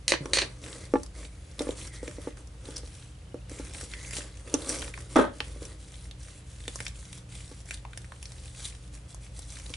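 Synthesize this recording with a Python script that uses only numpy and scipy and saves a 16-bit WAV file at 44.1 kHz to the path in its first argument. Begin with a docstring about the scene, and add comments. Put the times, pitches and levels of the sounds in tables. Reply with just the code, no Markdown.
"""A small room: a hand kneads foamy slime in a wooden bowl on a table, close by.
Tiny bubbles fizz and crackle as the slime is pressed and pulled, larger ones pop, trapped air squelches
out of folds and fingers smear along the wall. The bowl rocks and knocks on the table, ringing in its
modes; it drags once, and once drops and chatters. Something hard clacks and rattles twice at the start,
faint squeaks pass while the hand is nearly still, and an appliance hums underneath."""
import sys
import numpy as np
from scipy import signal
from scipy.fft import rfft, irfft
from scipy.io import wavfile
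from scipy.ndimage import uniform_filter1d

SR = 44100
rng = np.random.default_rng(int(sys.argv[2]) if len(sys.argv) > 2 else 0)


def store_wav(level_fs):
    """Save 16-bit WAV to argv[1]."""
    pcm = np.round(np.clip(np.atleast_2d(level_fs), -1, 1) * 32767)
    wavfile.write(sys.argv[1], SR, pcm.T.astype(np.int16))


N = 430416
BINS_HZ = np.fft.rfftfreq(4096, 1 / SR)
AGE_S = np.arange(6144) / SR  # time axis of one short event


def gain(db):
    """Decibels to amplitude."""
    return 10 ** (np.asarray(db) / 20)


def unit_rms(x):
    """Scales to rms 1."""
    return x / np.sqrt(np.mean(x ** 2) + 1e-20)


def unit_crest(x):
    """Scales the loudest 2 ms to rms 1."""
    return x / np.sqrt(uniform_filter1d(x ** 2, size=88).max() + 1e-20)


def curve(points, hz=BINS_HZ):
    """Interpolates (f/Hz, value) points on a log-frequency axis."""
    points_hz, values = np.transpose(points)
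    return np.interp(np.log(hz + 1), np.log(points_hz + 1), values)


def add(mix, start_s, sound):
    """Mixes a sound in at start_s."""
    part = mix[max(round(start_s * SR), 0):][:len(sound)]
    part += sound[:len(part)]


def colour(x, db):
    """Minimum-phase filter, one gain per bin of BINS_HZ."""
    cepstrum = irfft(np.log(gain(db)))
    cepstrum[1:len(BINS_HZ) - 1] *= 2
    cepstrum[len(BINS_HZ):] = 0
    return signal.oaconvolve(x, irfft(np.exp(rfft(cepstrum))))[:len(x)]


def noise(spectrum):
    """Noise of rms 1, shaped by (f/Hz, gain/dB) points."""
    return unit_rms(colour(rng.standard_normal(N), curve(spectrum)))


def drift(cutoff_hz):
    """Slow random wander of rms 1."""
    hop = 64
    steps = N // hop + 2
    lowpass = np.exp(-(np.fft.rfftfreq(steps, hop / SR) / cutoff_hz) ** 2)
    slow = irfft(rfft(rng.standard_normal(steps)) * lowpass, steps)
    return np.interp(np.arange(N) / hop, np.arange(steps), unit_rms(slow))


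def impulses(samples, per_s):
    """Unit impulses at random times."""
    return rng.random(samples) < per_s / SR


def burst(decay_s, scatter):
    """A click with a dying scatter of smaller ones."""
    x = scatter * rng.standard_normal(len(AGE_S)) * np.exp(-AGE_S / decay_s)
    x[0] += 1
    return x


# room decay: f/Hz, t60/s
ROOM_T60 = [(200, 0.26), (600, 0.24), (1800, 0.25), (4500, 0.24), (11000, 0.13)]

def room(x, early_db, tail_db, pan_db):
    """Stereo sum of direct sound, treble scattered by nearby things and a short tail."""
    hz, t, spectra = signal.stft(rng.standard_normal((2, SR // 2)), SR, nperseg=256)
    decay = gain(-60 * t / curve(ROOM_T60, hz)[:, None])
    tail = signal.istft(spectra * decay, SR, nperseg=256)[1]
    age_s = np.arange(tail.shape[1]) / SR
    tail *= np.clip(age_s / 0.0073, 0, 1)
    early = rng.standard_normal(tail.shape) * np.exp(-age_s / 0.0054) * (age_s > .0005)
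    early = signal.sosfilt(signal.butter(2, 900, "high", fs=SR, output="sos"), early)
    response = sum(gain(db) * part / np.linalg.norm(part, axis=1, keepdims=True)
                   for db, part in ((early_db, early), (tail_db, tail)))
    reflected = signal.oaconvolve(x[None], response, axes=1)[:, :N]
    return (x + reflected) * gain([[pan_db / 2], [-pan_db / 2]])


# appliance partials: f/Hz, level/dB
HUM_PARTIALS = [(54.5, -48.5), (119.5, -53.5), (179, -63), (239, -95.5), (296, -68.5)]
# room noise shape: f/Hz, gain/dB
AIR_SPECTRUM = [(12, -32), (20, -4.5), (81, 8), (199, -10), (239, -18), (303, -20), (346, -43),
                (463, -22.5), (652, -31.5), (725, -28.5), (995, -36), (2570, -44), (5540, -51.5),
                (6320, -52.5), (11000, -56), (14300, -95), (22000, -120)]

def background():
    """A wavering appliance hum over low rumble and faint hiss."""
    t, hum = np.arange(N) / SR, np.zeros(N)
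    for hz, level_db in HUM_PARTIALS:
        amplitude = np.sqrt(2) * gain(level_db + 2.25 * drift(2.7))
        hum += amplitude * np.sin(2 * np.pi * hz * t + 0.53 * drift(0.75))
    shared, left, right = (noise(AIR_SPECTRUM) for _ in range(3))
    side_db = curve([(60, -56), (130, -12), (400, 13.5), (3000, 26)])  # bass centred, treble wide
    air = shared + np.array([colour(left, side_db), colour(right, side_db)])
    rumble = noise([(30, -32), (50, 1.5), (80, -1.5), (105, -10), (150, -11), (220, -23), (600, -42)])
    return hum + gain(-55.5) * air + gain(-47.5) * rumble


def squeaks():
    """A faint, nearly regular run of tiny chirps, each at a slightly different pitch."""
    start_s, length_s, per_s = 2.85, .64, 30
    centre_hz, width_s, level_db = 2920, 0.0022, -58
    out, t = np.zeros(N), AGE_S[:512]
    envelope = np.exp(-(t / width_s - 2) ** 2)
    for k, (jitter, detune, offset_db) in enumerate(rng.standard_normal((40, 3))):
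        delay_s = (k + 0.048 * jitter) / per_s
        if delay_s < length_s:
            chirp = np.sin(2 * np.pi * centre_hz * (1 + 0.082 * detune) * t) * envelope
            add(out, start_s + delay_s, gain(level_db + offset_db) * chirp)
    return out


# hard contacts: t/s, level/dB, tilt/(dB/octave), rattle hold/s, rattle/dB re contact before trim
CLACK_HITS = [(0.0802, -14.5, 4.5, 0.027, -12), (.12, -12.5, -4, 0.025, -17),
              (0.1384, -20, -9.5, .012, -19), (0.3337, -14, 2.5, 0.028, -11),
              (.371, -19, -1.5, 0.0083, -9.5), (0.3861, -17.5, 0, 0.037, -15.5),
              (.389, -17, 0, 0.0092, -13), (0.4184, -20.5, -4.5, 0.0097, -10)]
# resonances of the hard object: f/Hz, width/Hz, gain/dB
CLACK_RESONANCES = [(340, 66, -1), (546, 67, 3), (1000, 76, -8), (1710, 130, -2), (1980, 260, 0),
                    (2370, 280, 0), (2890, 260, -2), (3830, 130, -1.5), (4270, 440, 3), (5970, 330, -2),
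                    (6900, 670, -8.5), (8100, 320, -12), (8890, 210, -2), (10500, 400, -17)]

def clacks():
    """A hard contact, then a dense buzz of rebounds through the same resonances."""
    out, rattle_trim_db = np.zeros(N), -1.5
    power = sum(gain(db) ** 2 / (1 + (2 * (BINS_HZ - hz) / width_hz) ** 2)
                for hz, width_hz, db in CLACK_RESONANCES)
    bass_cut = 1 + (260 / (BINS_HZ + 10)) ** 4
    body_db = 10 * np.log10(power / bass_cut)
    for start_s, level_db, tilt_db_per_octave, hold_s, rattle_db in CLACK_HITS:
        tone_db = body_db + tilt_db_per_octave * np.log2(np.maximum(BINS_HZ, 1500) / 1500)
        contact = unit_crest(colour(burst(decay_s=.002, scatter=.6), tone_db))
        rebounds = rng.choice([-1, 1], len(AGE_S)) * impulses(len(AGE_S), per_s=7000)
        rattle = unit_rms(colour(rebounds, tone_db)) * np.exp(-np.maximum(AGE_S - hold_s, 0) / 0.014)
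        add(out, start_s, gain(level_db) * (contact + gain(rattle_db + rattle_trim_db) * rattle))
    return out


# course of the bowl's drag: t/s, slip rate/Hz, level/dB
DRAG_PATH = [(0.204, 240, -54), (0.21, 149, -31), (0.234, 132, -41.5), (.26, 160, -52)]

def bowl_drag():
    """The bowl sticks and slips on the table in a brief groan."""
    times_s, slip_hz, level_db = np.transpose(DRAG_PATH)
    out, t = np.zeros(N), np.arange(times_s[0], times_s[-1], 1 / SR)
    phase = 2 * np.pi * np.cumsum(np.interp(t, times_s, slip_hz)) / SR
    tone = sum(gain(-7 * k) * np.sin((k + 1) * phase) for k in range(4))
    add(out, times_s[0], unit_rms(tone) * gain(np.interp(t, times_s, level_db)))
    return out


# landings of the dropped bowl: t/s, level/dB
LANDINGS = [(5.159, -15), (5.191, -17)]
# rim on the table: f/Hz, gain/dB
RIM_SPECTRUM = [(150, -23.5), (240, -2), (295, 2.5), (380, -6), (580, -0.5), (740, -12), (1000, -9.5),
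                (1450, -11.5), (1750, -17.5), (2400, -29), (3800, -28.5), (4600, -39), (11000, -61)]

def bowl_chatter():
    """The dropped bowl lands twice; each time its rim rebounds quickly and unevenly."""
    power, fall_db_per_s = np.zeros(N), 260
    for start_s, level_db in LANDINGS:
        add(power, start_s, gain(level_db - fall_db_per_s * AGE_S) ** 2)
    rebounds = rng.choice([-1, 1], N) * impulses(N, per_s=1500)
    return unit_rms(colour(rebounds, curve(RIM_SPECTRUM))) * np.sqrt(power)


# bowl knocks: t/s, level/dB, upper modes/dB rel, tick/dB rel; modes are then shaped by wood_db
BOWL_KNOCKS = [(0.257, -26, -6, -12.5), (0.938, -6.5, -10, -36), (0.956, -11.5, -2, -48),
               (1.607, -15.5, -17, -34), (1.67, -22, -7.5, -32.5), (1.691, -16, -25, -29),
               (2.03, -25.5, -18, -22), (2.08, -27, -23, -13.5), (2.184, -27.5, -21, -31.5),
               (2.273, -20, -11.5, -38), (2.687, -30, -10, -24), (2.834, -35, -19, -28.5),
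               (3.344, -22.5, -18, -33), (3.516, -31.5, -11, -14), (3.598, -25.5, -11, -29),
               (3.831, -36.5, -9, -17), (4.185, -29.5, -26, -5), (4.541, -12, -16, -4),
               (4.548, -22, -2, -11), (5.158, -14, 0, -21), (5.165, -6.5, -32, -23), (5.189, -9, -2, -29),
               (5.407, -36, 10, -23), (5.561, -33.5, -28, -32), (5.621, -31, -8, -26.5),
               (6.68, -30.5, -15, -11.5), (6.804, -36, -6, -9), (7.515, -34.5, -7, -27.5),
               (9.702, -35, -15, -23)]
# modes of the bowl on the table: f/Hz, gain/dB, t60/s
BOWL_MODES = [(230, -13, 0.096), (301.6, 0, 0.053), (350.5, -11, 0.11), (413, -1, 0.02), (483, 7, 0.04),
              (578.6, -7, 0.16), (758, -18, 0.098), (849, 7.5, 0.044), (1034, 2, 0.065), (1163, 7, 0.017),
              (1164, -1, 0.063), (1350, -8, 0.11), (1735, -1, 0.033), (2140, -24, .035)]
# contact tick: f/Hz, gain/dB
TICK_SPECTRUM = [(1500, -48), (2700, 4), (3800, -1), (4700, 5), (5800, 16.5), (7500, 5.5), (10000, 8),
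                 (12000, -24.5)]

def bowl_knocks():
    """The bowl tips and lands: its modes ring and the contact ticks."""
    out = np.zeros(N)
    hz, mode_db, t60_s = np.transpose(BOWL_MODES)[:, :, None]
    is_upper = hz >= 800
    wood_db = curve([(80, -13), (180, -22.5), (260, 2), (1600, -10), (2800, -11), (8000, -60)])
    for start_s, level_db, upper_db, tick_db in BOWL_KNOCKS:
        # hand and slime load the bowl differently each time
        detune, load = rng.standard_normal((2, len(BOWL_MODES), 1))
        envelopes = gain(mode_db + 4.9 * load - 60 * AGE_S / t60_s)
        modes = -envelopes * np.sin(2 * np.pi * hz * (1 + 0.012 * detune) * AGE_S)
        lower = unit_crest((modes * ~is_upper).sum(0))
        upper = unit_crest((modes * is_upper).sum(0))
        wood = colour(lower + gain(upper_db) * upper, wood_db)
        tick = unit_crest(colour(burst(decay_s=0.0021, scatter=0.16), curve(TICK_SPECTRUM)))
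        add(out, start_s, gain(level_db) * (wood + gain(tick_db) * tick))
    return out


def stroke(start_s, length_s, mid_db, growth_db):
    """Envelope of one hand movement: takes hold, grows or wanes, lets go."""
    attack_s, release_s = 0.035, .028
    t = np.arange(N) / SR - start_s
    live = (t > 0) & (t < length_s + .3)
    out, t = np.zeros(N), t[live]
    held = gain(mid_db + growth_db * (np.minimum(t / length_s, 1) - .5))
    out[live] = np.minimum(t / attack_s, 1) * held * np.exp(-np.maximum(t - length_s, 0) / release_s)
    return out


# fingers along the bowl wall: t/s, length/s, gap f/Hz, level/dB, growth/dB
FINGER_SMEARS = [(0.66, .2, 2030, -59, -2), (1.773, 0.28, 1980, -57, 2), (2.14, 0.15, 2060, -60.5, 3),
                 (3.9, 0.25, 2030, -52.5, 2)]

def smears():
    """Small slips of wet slime excite the narrow, shifting gap between fingers and bowl."""
    out, width_hz = np.zeros(N), 340
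    wander = 1 + .04 * drift(6.8)
    slips = rng.standard_normal(N) * impulses(N, per_s=1500)
    pole = np.exp(-np.pi * width_hz / SR)
    for start_s, length_s, gap_hz, level_db, growth_db in FINGER_SMEARS:
        # moving resonance: shift down, low-pass, shift back
        carrier = np.exp(2j * np.pi * np.cumsum(gap_hz * wander) / SR)
        gap = (carrier * signal.lfilter([1], np.poly([pole, pole]), slips / carrier)).real
        out += unit_rms(gap) * stroke(start_s, length_s, level_db, growth_db)
    return out


# air escapes: peak t/s, level/dB, rise/s, fall/s, fold f/Hz, fold/dB re hiss
AIR_ESCAPES = [(2.764, -36.5, 0.0024, 0.0065, 5600, 4.5), (2.78, -36, 0.0016, .005, 5400, -4),
               (4.692, -26.5, .004, 0.019, 6200, -8.5), (6.754, -45, 0.0057, 0.0079, 8600, -12),
               (7.743, -34.5, 0.0028, 0.0043, 4000, -1), (8.655, -33.5, 0.0085, 0.0059, 3820, -2)]

def squelches():
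    """Trapped air rushes out in tiny bubbles and rings the narrow fold it leaves by."""
    out, t = np.zeros(N), np.arange(-.06, .16, 1 / SR)
    hiss_db = curve([(300, -11), (1000, -3), (3000, -4), (6000, 13.5), (9500, 18.5), (11000, 6)])
    for peak_s, level_db, rise_s, fall_s, fold_hz, fold_db in AIR_ESCAPES:
        spray = rng.standard_normal(len(t)) * impulses(len(t), per_s=5000)
        hiss = unit_rms(colour(spray, hiss_db))
        fold = unit_rms(colour(spray, -20 * np.log10(1 + ((BINS_HZ - fold_hz) / 650) ** 2)))
        envelope = np.exp(-np.maximum(-t / rise_s, t / fall_s))
        add(out, peak_s + t[0], gain(level_db) * (hiss + gain(fold_db) * fold) * envelope)
    return out


def pop(ring_db, pocket_hz, snap_db):
    """A bubble's skin snaps and the opened pocket rings for a few cycles."""
    pocket_q = 2.05
    pocket_db = -10 * np.log10(1 + (pocket_q * (BINS_HZ / pocket_hz - pocket_hz / (BINS_HZ + 1))) ** 2)
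    pocket_db += curve([(200, -46), (600, 3.5), (1100, 5), (4000, 2.5), (6000, 1), (11000, -9)])
    tear = burst(decay_s=.0014, scatter=.2)
    ring = colour(tear, pocket_db)
    snap = colour(tear, curve([(1000, -3), (3000, -34.5), (5000, 0.5), (10500, -4.5)]))
    return gain(ring_db) * unit_crest(ring) + gain(snap_db) * unit_crest(snap)


# large bubbles: t/s, ring/dB, pocket f/Hz, snap/dB
LARGE_BUBBLES = [(0.258, -34.5, 980, -48), (0.729, -36.5, 3700, -53), (1.033, -58, 1180, -32.5),
                 (1.063, -53, 939, -37.5), (1.593, -26.5, 4300, -27), (1.708, -37.5, 3700, -35),
                 (1.875, -49, 1390, -35), (2.078, -34, 2020, -40), (2.112, -42.5, 1720, -40),
                 (2.372, -45, 1210, -46), (2.473, -62, 910, -43.5), (3.496, -46, 1760, -38),
                 (3.937, -30.5, 2320, -53), (4.109, -40, 2000, -30), (4.207, -37.5, 1540, -46.5),
                 (4.825, -32, 1610, -47), (4.879, -36.5, 1500, -37), (4.94, -32.5, 1770, -40),
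                 (4.977, -35.5, 1030, -52), (5.404, -20.5, 2420, -36), (5.653, -42, 3330, -33),
                 (5.942, -43, 4130, -48), (6.112, -37, 3880, -42), (6.68, -27, 2960, -27.5),
                 (6.758, -38.5, 923, -25.5), (6.804, -28, 2160, -26.5), (6.866, -27, 3860, -47),
                 (6.881, -36, 3800, -30.5), (7.13, -38.5, 3040, -37), (7.709, -28, 2660, -28.5),
                 (7.851, -36, 905, -56), (7.933, -39.5, 1550, -48), (7.975, -36.5, 2170, -27.5),
                 (8.045, -44, 1840, -49.5), (8.121, -35.5, 1170, -43.5), (8.228, -40.5, 2480, -32.5),
                 (8.256, -35, 4800, -46.5), (8.32, -42, 4630, -38), (9.146, -63, 902, -35),
                 (9.392, -44, 4370, -31.5), (9.661, -43, 3540, -52), (9.739, -28, 2570, -54)]

def pops(fizz_gain):
    """Large bubbles burst on cue; small ones by chance, oftener and harder where the slime is worked."""
    small_per_s, low_hz, high_hz, spread_db = 22, 1600, 5040, 6.5
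    out = np.zeros(N)
    for start_s, *bubble in LARGE_BUBBLES:
        add(out, start_s, pop(*bubble))
    work = np.cumsum(np.sqrt(fizz_gain))
    for when, pitch, ring, snap in rng.random((round(small_per_s * N / SR), 4)):
        at = np.searchsorted(work, when * work[-1])
        pocket_hz = low_hz * (high_hz / low_hz) ** pitch
        ring_rel_db = 5.5 + spread_db * (2 * ring - 1)
        snap_rel_db = 9.5 + spread_db * (2 * snap - 1)
        add(out, at / SR, fizz_gain[at] * pop(ring_rel_db, pocket_hz, snap_rel_db))
    return out


# lump pressed against the bowl: t/s, length/s, level/dB, growth/dB, rub/dB rel
PRESS_STROKES = [(0.197, .27, -57, 3, 9), (0.478, .14, -61, -4, 0.5), (0.613, .25, -51.5, -6, 1),
                 (0.887, .16, -59, -2, -3), (1.13, .13, -52.5, -2.5, -1.5), (1.292, .28, -62, 2, -3.5),
                 (1.575, .15, -50, -2, 5), (1.747, .105, -46, 0, -6.5), (1.915, .04, -47, 0, -8),
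                 (2.01, .16, -55, -4, -1.5), (2.18, .11, -56, 1, 2), (2.355, .05, -58, 0, 4.5),
                 (2.49, .13, -69, 7, 4), (2.62, .17, -53, 2.5, 1.5), (3.479, .23, -51.5, -2, -2),
                 (3.72, .125, -46.5, 1.5, -7.5), (3.873, .22, -49.5, -1, -8), (4.105, 0.079, -40, 4, -16),
                 (4.192, .08, -52, -4, 0), (4.293, .15, -59.5, -2, -7), (4.44, .21, -51, 5, 4),
                 (4.645, .11, -42, 2, 2), (4.754, .135, -46, -4.5, -1), (4.921, .15, -56, -1.5, -1.5),
                 (5.083, .13, -48, 1.5, -3.5), (5.311, .27, -58, -3, 1.5), (5.592, .14, -55, -1, 0.5)]
# lump stretched clear of the bowl: t/s, length/s, level/dB, growth/dB
PULL_STROKES = [(2.818, .27, -56, -5), (5.771, .29, -57.5, 1.5), (6.18, .21, -55.5, -5),
                (6.438, .21, -58, 4), (6.653, .23, -52, 1), (6.928, .25, -55, 2), (7.285, .33, -54.5, -6.5),
                (7.644, .095, -49.5, 7), (7.893, .3, -62, 0.5), (8.18, .37, -57, 2),
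                (8.551, .135, -48.5, 2.5), (8.723, .14, -60, -5), (8.916, .03, -51, 1),
                (9.075, .03, -51, 0), (9.195, .06, -55, 1), (9.329, .12, -53.5, 0), (9.46, .3, -52, -1)]

def kneading():
    """Presses and pulls set the gains of fizz, crackle and rub; between them the foam keeps settling."""
    rest_foam_db, rest_rub_db = -72.5, -63.5
    press_crackle_db, pull_crackle_db, crackle_limit_db = -6.5, -9, -50
    press_power, rub_power = np.zeros((2, N))
    for *movement, rub_db in PRESS_STROKES:
        power = stroke(*movement) ** 2
        press_power += power
        rub_power += power * gain(rub_db) ** 2
    pull_power = sum(stroke(*movement) ** 2 for movement in PULL_STROKES)
    rest_power = gain(rest_foam_db) ** 2
    fizz = np.sqrt(press_power + pull_power + rest_power)
    crackle = np.sqrt(gain(press_crackle_db) ** 2 * press_power
                      + gain(pull_crackle_db) ** 2 * pull_power + rest_power)
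    crackle /= np.hypot(1, crackle / gain(crackle_limit_db))  # larger bubbles run out in hard strokes
    rub = np.sqrt(rub_power + gain(rest_rub_db) ** 2)
    uneven_grip = gain(0.76 * drift(12))
    return np.array([fizz, crackle, rub]) * uneven_grip


def bubbles(per_s, spread_db, decay_cycles):
    """A dense crowd of tiny bursts of uneven size, each a brief ring at one of ten pitches."""
    out, t = np.zeros(N), AGE_S[:256]
    pitches_hz = np.geomspace(900, 11500, 10)
    for hz in pitches_hz:
        when, size, sign = rng.random((3, 16000))
        happens = np.arange(len(when)) < per_s * N / SR / len(pitches_hz)
        heights = happens * np.sign(sign - .5) * gain(spread_db * np.minimum(-np.log(1 - size), 4))
        train = np.bincount((when * N).astype(int), heights, N)
        ring = np.sqrt(hz) * unit_rms(np.sin(2 * np.pi * hz * t) * np.exp(-t * hz / decay_cycles))
        out += signal.oaconvolve(train, ring)[:N]
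    return unit_rms(out)


def hollows(x, depth_db):
    """Hollows between hand, slime and bowl open and close, so narrow resonances come and go."""
    spectra = signal.stft(x, SR, nperseg=512)[2]
    patches = rng.standard_normal(spectra.shape)
    for _ in range(2):
        patches = uniform_filter1d(patches, size=4, axis=0)
        patches = uniform_filter1d(patches, size=12, axis=1)
    spectra *= gain(depth_db * unit_rms(patches))
    return unit_rms(signal.istft(spectra, SR, nperseg=512)[1][:N])


def threads():
    """Sticky threads let go of the skin in sparse, bright ticks."""
    releases = impulses(N, per_s=30) * gain(2.5 * np.minimum(rng.exponential(1, N), 3))
    snaps = signal.oaconvolve(releases, burst(decay_s=0.0012, scatter=0.072))[:N]
    return unit_rms(colour(snaps, curve([(500, -8), (2000, -14), (4000, 20), (11000, -16)])))


# fine bubbles, coarser bubbles, lump on the bowl; each: f/Hz, gain/dB
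FIZZ_SPECTRUM = [(2060, -12), (3500, -3.5), (3750, -6), (4960, -3), (5790, -1), (6520, -1), (9330, 3),
                 (10900, -2), (11300, -64), (11500, -20), (15000, -64), (22000, -120)]
CRACKLE_SPECTRUM = [(500, -35), (900, -12.5), (1400, -1.5), (2050, 3.5), (2800, -3.5), (3700, -0.5),
                    (4600, -8), (7000, -24.5)]
RUB_SPECTRUM = [(130, -30.5), (230, -5), (310, 0.5), (400, -3), (550, -0.5), (750, -18), (1200, -12),
                (2500, -35)]

def slime(fizz_gain, crackle_gain, rub_gain):
    """Foam fizzes and crackles in clumps under the hand, the lump rubs the bowl and threads tick."""
    fine = bubbles(per_s=10000, spread_db=2.5, decay_cycles=0.59)
    fizz = hollows(colour(fine, curve(FIZZ_SPECTRUM)), depth_db=1.94)
    coarse = bubbles(per_s=4500, spread_db=4.5, decay_cycles=1.2)
    crackle = hollows(colour(coarse, curve(CRACKLE_SPECTRUM)), depth_db=3)
    rub = noise(RUB_SPECTRUM)
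    ticks = gain(-13.5) * threads()
    clumps = gain(drift(63))
    return clumps * (fizz * fizz_gain + crackle * crackle_gain + rub * rub_gain) + ticks * fizz_gain


def scene():
    """All sources in the room, in stereo."""
    fizz_gain, crackle_gain, rub_gain = kneading()
    kneaded = slime(fizz_gain, crackle_gain, rub_gain) + smears() + squelches() + squeaks()
    return (room(kneaded, early_db=-13, tail_db=-11, pan_db=.1)
            + room(pops(fizz_gain), early_db=-3, tail_db=-11, pan_db=-0.6)
            + room(bowl_knocks() + bowl_drag(), early_db=-3.5, tail_db=-16, pan_db=-1)
            + room(bowl_chatter(), early_db=-1.5, tail_db=-8.5, pan_db=-0.5)
            + room(clacks(), early_db=-8.5, tail_db=-11.5, pan_db=-1)
            + background())


def record(dry):
    """The microphone rounds off the loudest peaks; a steep low-pass follows."""
    ceiling, cutoff_hz = .68, 11150
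    rounded = dry / (1 + (dry / ceiling) ** 4) ** .25
    lowpass = signal.firwin(401, cutoff_hz, window=("kaiser", 8), fs=SR)
    return signal.oaconvolve(rounded, lowpass[None], "same")


dry = scene()
out = record(dry)
store_wav(out)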